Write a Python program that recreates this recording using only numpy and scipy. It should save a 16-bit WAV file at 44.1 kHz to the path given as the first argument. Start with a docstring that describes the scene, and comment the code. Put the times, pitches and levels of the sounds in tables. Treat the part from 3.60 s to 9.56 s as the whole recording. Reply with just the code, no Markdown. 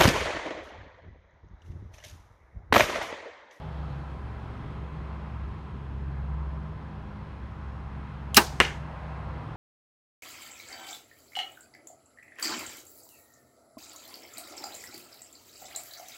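"""An open field with trees and banks: a distant engine drones over far road noise, then a compound bow is shot.
The engine is wavering sine tones, the road swelling noise bands. The release aid clicks (struck modes), the
string hisses forward and slaps its stop (noise bursts), the limbs ring (struck modes). The arrow hisses over and
smacks a foam block (struck modes, patter, rattle); trees and banks scatter the bangs back as noise tails."""
import sys
import numpy as np
from scipy import signal
from scipy.io import wavfile
from scipy.ndimage import uniform_filter1d

SR = 44100
rng = np.random.default_rng(int(sys.argv[2]) if len(sys.argv) > 2 else 0)


def persist_wave(psi):
    """Save psi, clipped to +-1, as 16-bit WAV."""
    counts = np.round(np.clip(psi, -1, 1) * 32767).astype(np.int16)
    wavfile.write(sys.argv[1], SR, np.atleast_2d(counts).T)


N = 262836
T = np.arange(N) / SR  # s

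# Engine firing tone. Each row: time in seconds, level in dB.
FIRING_LEVEL = [(0, -44.5), (.2, -35.5), (.4, -39.5), (1.1, -42), (1.45, -36), (1.85, -36.5), (2.03, -45),
                (2.4, -35.5), (2.8, -32), (3.0, -35), (3.15, -42), (3.5, -48), (3.8, -41), (5.1, -41),
                (5.3, -46), (5.75, -37), (5.96, -60.5)]
# Engine firing rate. Each row: time in seconds, rate in Hz.
FIRING_RATE = [(0, 68.6), (.7, 68), (3, 68), (5.96, 67.7)]
# Engine tones, as multiples of the firing rate.
ENGINE_MULTIPLES = (1, 2, 3, 5 / 3)
# Weaker tones, swelling and fading. Each row: time in seconds, level in dB of the 2nd, the 3rd and the
# 5/3 engine multiple, level in dB of the higher hum.
OVERTONE_LEVELS = [(0, -64, -72, -47, -42.5), (.35, -39, -59, -70, -44.5), (.7, -67, -64, -44, -54.5),
                   (1.05, -43.5, -62, -44, -48), (1.6, -73, -53.5, -61, -46), (2.3, -42.5, -51.5, -59, -52),
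                   (2.7, -44, -51.5, -58, -42), (3.2, -57, -50.5, -58, -43.5), (3.8, -51, -52, -51, -54),
                   (4.5, -46, -49.5, -52, -46.5), (5.1, -45, -58, -53, -45), (5.5, -60, -58, -53, -42.5),
                   (5.96, -48, -63, -43, -44.5)]
# Higher hum pitch. Each row: time in seconds, frequency in Hz.
HUM_PITCH = [(0, 156.8), (.7, 154.5), (3, 153.9), (3.7, 152.6), (5.96, 154.4)]
LOW_HUM_HZ, LOW_HUM_DB = 98.3, -54

# Road swells above the usual level. Each row: time in seconds, rumble in dB, low roar in dB,
# tyre roar in dB, far hiss in dB.
ROAD_SWELLS = [(0, 1.5, 5, 1, 3.5), (.8, 3.5, 2.5, 1.5, 3), (1.6, 3, 2, 1.5, 1), (2.2, 3, -1.5, -1, 0),
               (2.6, 1, 0, -0.5, -0.5), (3.4, 1, 1, 0, 0), (4.4, 0.5, -1, 0.5, 0.4), (5.4, 1, 6, 4.5, 3),
               (5.96, 2.5, 6.5, 3.5, 2.5)]
# Road spectrum. Each row: frequency in Hz, relative density in dB per Hz.
ROAD_COLOUR = [(15, -39), (25, -10), (48, -2), (76, -2.5), (110, -4.5), (153, -6), (185, -10), (217, -10.5),
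               (249, -12), (503, -18.5), (714, -19), (962, -14), (1500, -22), (3520, -37.5), (6560, -54),
               (11600, -68), (12500, -81), (16000, -82.5)]
ROAD_DB = -63.5  # offset of the spectrum
AIR_HZ, AIR_WIDTH_HZ, AIR_DB = 9310, 8700, -88.5

# Release aid trigger, snap and rebounds. Each row: time in seconds, level in dB.
CLICKS = [(4.7441, -41), (4.7454, -17.5), (4.7504, -39), (4.7592, -38.5)]
# Modes of the release aid jaws. Each row: frequency in Hz, level in dB, t60 in seconds.
JAW_MODES = [(2800, 1, 0.0092), (3220, 2.5, .008), (4300, -11, .006), (6130, -5.5, 0.0079), (7400, -6, .02),
             (9450, -5, 0.0077), (11790, -5, .008), (15000, -5.5, .006)]
STROKE_DB, STROKE_RISE_DB, STROKE_SPEEDUP_S = -34.5, 2, 0.0036
# Cam stop chirp just ahead of the slap: start in seconds, frequency in Hz, level in dB, rise in seconds,
# t60 in seconds.
CAM = (4.7636, 2750, -16, .0015, .014)
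SLAP_S = 4.7673
# Slap, spreading from the string into the frame. Each row: centre in Hz, width in Hz, level in dB,
# time to the start of decay in seconds, t60 in seconds.
SLAP_BANDS = [(14600, 3500, -17, 0.0047, 0.065), (10500, 2800, -17.5, 0.0061, 0.023),
              (8100, 2300, -21, 0.0057, 0.055), (5110, 2000, -11, 0.0023, 0.056),
              (3800, 1500, -17, 0.0085, 0.055), (2500, 1000, -17.5, 0.0073, 0.095),
              (1695, 460, -15.5, 0.0054, 0.1), (899, 540, -19, 0.013, 0.17), (403.5, 230, -26, 0.014, 0.16)]
# Scattering off trees and banks. Each row: centre in Hz, level after the slap in dB, level after the strike
# in dB, t60 in seconds.
TREE_BANDS = [(410, -44.5, -36, 0.29), (800, -40, -42.5, 0.69), (1530, -42, -31.5, 0.4),
              (2090, -46.5, -31.5, 0.32), (2830, -43.5, -37, 0.36), (4160, -38, -48, 0.37),
              (5850, -39, -42.5, 0.37), (9010, -39.5, -51, 0.2), (12940, -45.5, -62, 0.28)]
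FLIGHT_HZ, FLIGHT_WIDTH_HZ, FLIGHT_DB = 4500, 6000, -61
# String and cables whipping against the frame. Each row: time in seconds, level in dB.
JOLTS = [(4.7685, -15.5), (4.7706, 0), (4.7730, 0.5), (4.7750, -1.5), (4.7778, -1), (4.7815, -8.5),
         (4.7878, -7.5)]
PUSH_S = 4.7705
# Limb modes. Each row: frequency in Hz, level in dB, t60 in seconds.
LIMB_MODES = [(222, -14, 0.1), (305.5, -19.5, 0.042), (345, -20, 0.1), (417, -28.5, 0.079),
              (640, -24, 0.11), (830, -21, 0.11), (935, -26.5, 0.1), (956, -24.5, .13), (1045, -32.5, .1),
              (1220, -13.5, 0.04), (1390, -27, .06), (1544, -26, 0.12), (1765, -18.5, 0.097),
              (1860, -26.5, 0.06), (2230, -27, 0.035), (2525, -27.5, 0.024), (2735, -20, 0.0616),
              (2980, -29, .04), (3800, -28.5, .04), (4480, -24, .04), (5220, -23.5, .035)]

# Arrow strike and its single echoes off ground and bank. Each row: time in seconds, foam level in dB,
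# shaft level in dB.
STRIKE = [(5.0018, 4, 1.5), (5.0028, -3, -16), (5.0057, -6, -12), (5.0072, -0.5, -16), (5.0089, -5, -23),
          (5.0130, -2, -16), (5.0043, -12, -9), (5.0159, -14, -24), (5.159, -45, -38)]
STRIKE_S = STRIKE[0][0]
# Foam block modes. Each row: frequency in Hz, level in dB, t60 in seconds.
FOAM_MODES = [(88, -32, 0.15), (189, -30, 0.056), (415, -15, 0.028), (570, -18, 0.017),
              (1070, -12.5, 0.012), (1440, -6, 0.0079), (1870, 0, 0.0033), (2850, -7.5, 0.0076),
              (3560, -16, 0.0058)]
# Arrow shaft modes. Each row: frequency in Hz, level in dB, t60 in seconds.
SHAFT_MODES = [(4260, -23, 0.016), (5200, -22, 0.011), (5830, -23, 0.015), (7960, -15.5, 0.0034),
               (12500, -26, 0.0022)]
PATTER_PER_S, PATTER_DB, PATTER_SCATTER_DB, PATTER_T60_S = 3500, -40, 1.5, 0.3
# Modes of patter and knocks. Each row: frequency in Hz, level in dB, t60 in seconds.
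KNOCK_MODES = [(940, -1.5, 0.013), (1680, -5, .014), (2140, 0, 0.016), (3300, -11, .01), (2840, -1, .014)]
# Short knocks in the tail of the strike. Each row: time in seconds, level in dB.
KNOCKS = [(5.0345, -21), (5.0518, -19), (5.0805, -25)]
# Short rattles of the shaft. Each row: time in seconds, level in dB.
RATTLES = [(5.0488, -11), (5.0512, -17), (5.064, -24)]
TOP_HZ = 16300


def undb(db):
    """dB to amplitude."""
    return 10 ** (np.asarray(db) / 20)


def unit(x):
    """Scale to rms 1."""
    return x / np.sqrt(np.mean(x ** 2))


def band(hz, width_hz):
    """Noise of rms 1 in a soft-edged band: one resonator, applied twice."""
    pole = np.exp(-np.pi * width_hz / SR)
    a = [1, -2 * pole * np.cos(2 * np.pi * hz / SR), pole ** 2]
    once = signal.lfilter([1, 0, -1], a, rng.standard_normal(N))
    return unit(signal.lfilter([1, 0, -1], a, once))


def ring(x, modes):
    """Drive a set of decaying modes; neighbours swing in opposite sense."""
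    out, first = np.zeros(N), np.argmax(x != 0)
    for k, (hz, db, t60_s) in enumerate(modes):
        pole = np.exp(2j * np.pi * hz / SR - np.log(1000) / (t60_s * SR))
        mode = signal.lfilter([1], [1, -pole], x[first:]).imag
        out[first:] += (-1) ** k * undb(db) * mode
    return out


def blows(events):
    """One impulse per row."""
    x = np.zeros(N)
    for s, db in events:
        x[int(s * SR)] += undb(db)
    return x


def soften(x):
    """Spread each impulse over a few samples, dulling the blow."""
    return signal.lfilter(np.hanning(7) / 3, 1, x)


def burst(start_s, rise_s, lasts_s, t60_s):
    """Rise, hold, then exponential decay from lasts_s after the start."""
    t = T - start_s
    return np.clip(t / rise_s, 0, 1) * undb(-60 * np.maximum(t - lasts_s, 0) / t60_s)


def walk(rate_hz):
    """Random levels held 1 / rate_hz seconds and slewed twice."""
    k = int(SR / rate_hz)
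    steps = np.repeat(rng.standard_normal(N // k + 1), k)
    return uniform_filter1d(uniform_filter1d(steps, k), k)[:N]


def columns(table):
    """Each column of a curve table, sample by sample."""
    s, *cols = np.transpose(table)
    return [np.interp(T, s, c) for c in cols]


def highpass(x, order, hz):
    """Butterworth bass cut."""
    return signal.sosfilt(signal.butter(order, hz, "high", fs=SR, output="sos"), x)


def drone():
    """Sines at engine multiples plus two hums, level and phase wavering on the long path."""
    (firing_hz,) = columns(FIRING_RATE)
    phase = 2 * np.pi * np.cumsum(firing_hz) / SR
    second, third, five_thirds, hum_db = columns(OVERTONE_LEVELS)
    levels = columns(FIRING_LEVEL) + [second, third, five_thirds]
    out = np.zeros(N)
    for k, db in zip(ENGINE_MULTIPLES, levels):
        out += undb(db + 1.3 * walk(9)) * np.sin(k * phase + 0.12 * walk(10))
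    (hum_hz,) = columns(HUM_PITCH)
    hum_phase = 2 * np.pi * np.cumsum(hum_hz) / SR
    out += undb(hum_db + 1.4 * walk(6.3)) * np.sin(hum_phase + 0.55 * walk(4.3))
    low_phase = 2 * np.pi * LOW_HUM_HZ * T
    out += undb(LOW_HUM_DB + 1.6 * walk(4)) * np.sin(low_phase + 0.6 * walk(5))
    return np.sqrt(2) * out  # levels are rms


def road():
    """Noise bands a third of an octave apart, in four swelling ranges; a thin airy top follows the hiss."""
    rumble, low_roar, tyre_roar, hiss = columns(ROAD_SWELLS)
    colour_hz, colour_db = np.transpose(ROAD_COLOUR)
    out = np.zeros(N)
    for hz in 28 * 2 ** np.arange(.5, 8.7, 1 / 3):
        swell = rumble if hz < 450 else low_roar if hz < 800 else tyre_roar if hz < 3000 else hiss
        density_db = np.interp(np.log(hz), np.log(colour_hz), colour_db)
        db = density_db + 10 * np.log10(hz / 4) + swell + 1.3 * walk(6)
        out += undb(db) * band(hz, hz / 4)
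    return undb(ROAD_DB) * out + undb(AIR_DB + 1.1 * hiss) * band(AIR_HZ, AIR_WIDTH_HZ)


def release_click():
    """Struck jaw modes; small steel jaws radiate no bass."""
    return highpass(ring(blows(CLICKS), JAW_MODES), 4, 2300)


def stroke_hiss():
    """String and arrow slide forward from the click to the slap: noise that grows as they speed up."""
    click_s = CLICKS[0][0]
    speedup = np.exp(np.minimum(T - SLAP_S, 0) / STROKE_SPEEDUP_S)
    sliding = burst(click_s, .0008, SLAP_S - click_s, .003)
    noise = .6 * band(4200, 2500) + .85 * band(9400, 5500)
    noise += .32 * band(13000, 4000) + .33 * band(1500, 1200)
    return sliding * undb(STROKE_DB + STROKE_RISE_DB * speedup) * noise


def cam_chirp():
    """The cam stop sounds one short decaying sine."""
    start_s, hz, db, rise_s, t60_s = CAM
    return undb(db) * burst(start_s, rise_s, rise_s, t60_s) * np.sin(2 * np.pi * hz * T)


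def string_slap():
    """Noise bands rising over four cycles each: the treble bites at once, the lows swell."""
    out = np.zeros(N)
    for hz, width_hz, db, lasts_s, t60_s in SLAP_BANDS:
        out += undb(db) * burst(SLAP_S, 4 / hz, lasts_s, t60_s) * band(hz, width_hz)
    return out


def trees():
    """Diffuse noise tails that build up a moment after slap and strike and flicker in level."""
    out = np.zeros(N)
    for hz, slap_db, strike_db, t60_s in TREE_BANDS:
        tail = undb(slap_db) * burst(SLAP_S, 0.02, 0.04, t60_s)
        tail += undb(strike_db) * burst(STRIKE_S, 0.0028, 0.019, t60_s)
        out += tail * undb(1.2 * walk(90)) * band(hz, 0.59 * hz)
    return out


def arrow_flight():
    """Vanes hiss from slap to strike: one broad noise band."""
    flying = burst(SLAP_S, .05, STRIKE_S - SLAP_S, .03)
    return undb(FLIGHT_DB) * flying * band(FLIGHT_HZ, FLIGHT_WIDTH_HZ)


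def limbs():
    """Jolts ring the limb modes, one push the lowest; everything below about 150 Hz is cut away."""
    whipped = ring(blows(JOLTS), LIMB_MODES[1:])
    pushed = ring(blows([(PUSH_S, 0)]), LIMB_MODES[:1])
    return highpass(whipped - pushed, 2, 150)


def strike():
    """Softened blows thud in the foam modes; sharp ones tick in the shaft."""
    rows = np.array(STRIKE)
    foam = ring(soften(blows(rows[:, :2])), FOAM_MODES)
    shaft = ring(blows(rows[:, ::2]), SHAFT_MODES)
    return foam - shaft


def patter():
    """Random softened grains, starting at the strike and dying away, ring the knock modes."""
    hits = rng.random(N) < PATTER_PER_S / SR
    sign = np.sign(rng.standard_normal(N))
    grains = hits * sign * undb(PATTER_SCATTER_DB * rng.exponential(size=N))
    fade = undb(PATTER_DB) * burst(STRIKE_S, .004, .027, PATTER_T60_S)
    return ring(soften(fade * grains), KNOCK_MODES)


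def knocks():
    """Softened blows ring only the last knock mode listed."""
    return ring(soften(blows(KNOCKS)), KNOCK_MODES[-1:])


def shaft_rattle():
    """Sharp blows ring only the three lowest shaft modes."""
    return ring(blows(RATTLES), SHAFT_MODES[:3])


def scene():
    """Sum of background, bow, scattering and target, one channel."""
    background = drone() + road()
    bow = release_click() + stroke_hiss() + cam_chirp() + string_slap() + limbs()
    target = arrow_flight() + strike() + patter() + knocks() + shaft_rattle()
    return (background + bow + trees() + target)[None]


def record(dry):
    """Cut the deep bass, clip peaks at full scale, then cut steeply above TOP_HZ."""
    clipped = np.clip(highpass(dry, 3, 36), -1, 1)
    top_cut = signal.ellip(10, .2, 80, TOP_HZ, fs=SR, output="sos")
    return signal.sosfilt(top_cut, clipped)


dry = scene()
out = record(dry)
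persist_wave(out)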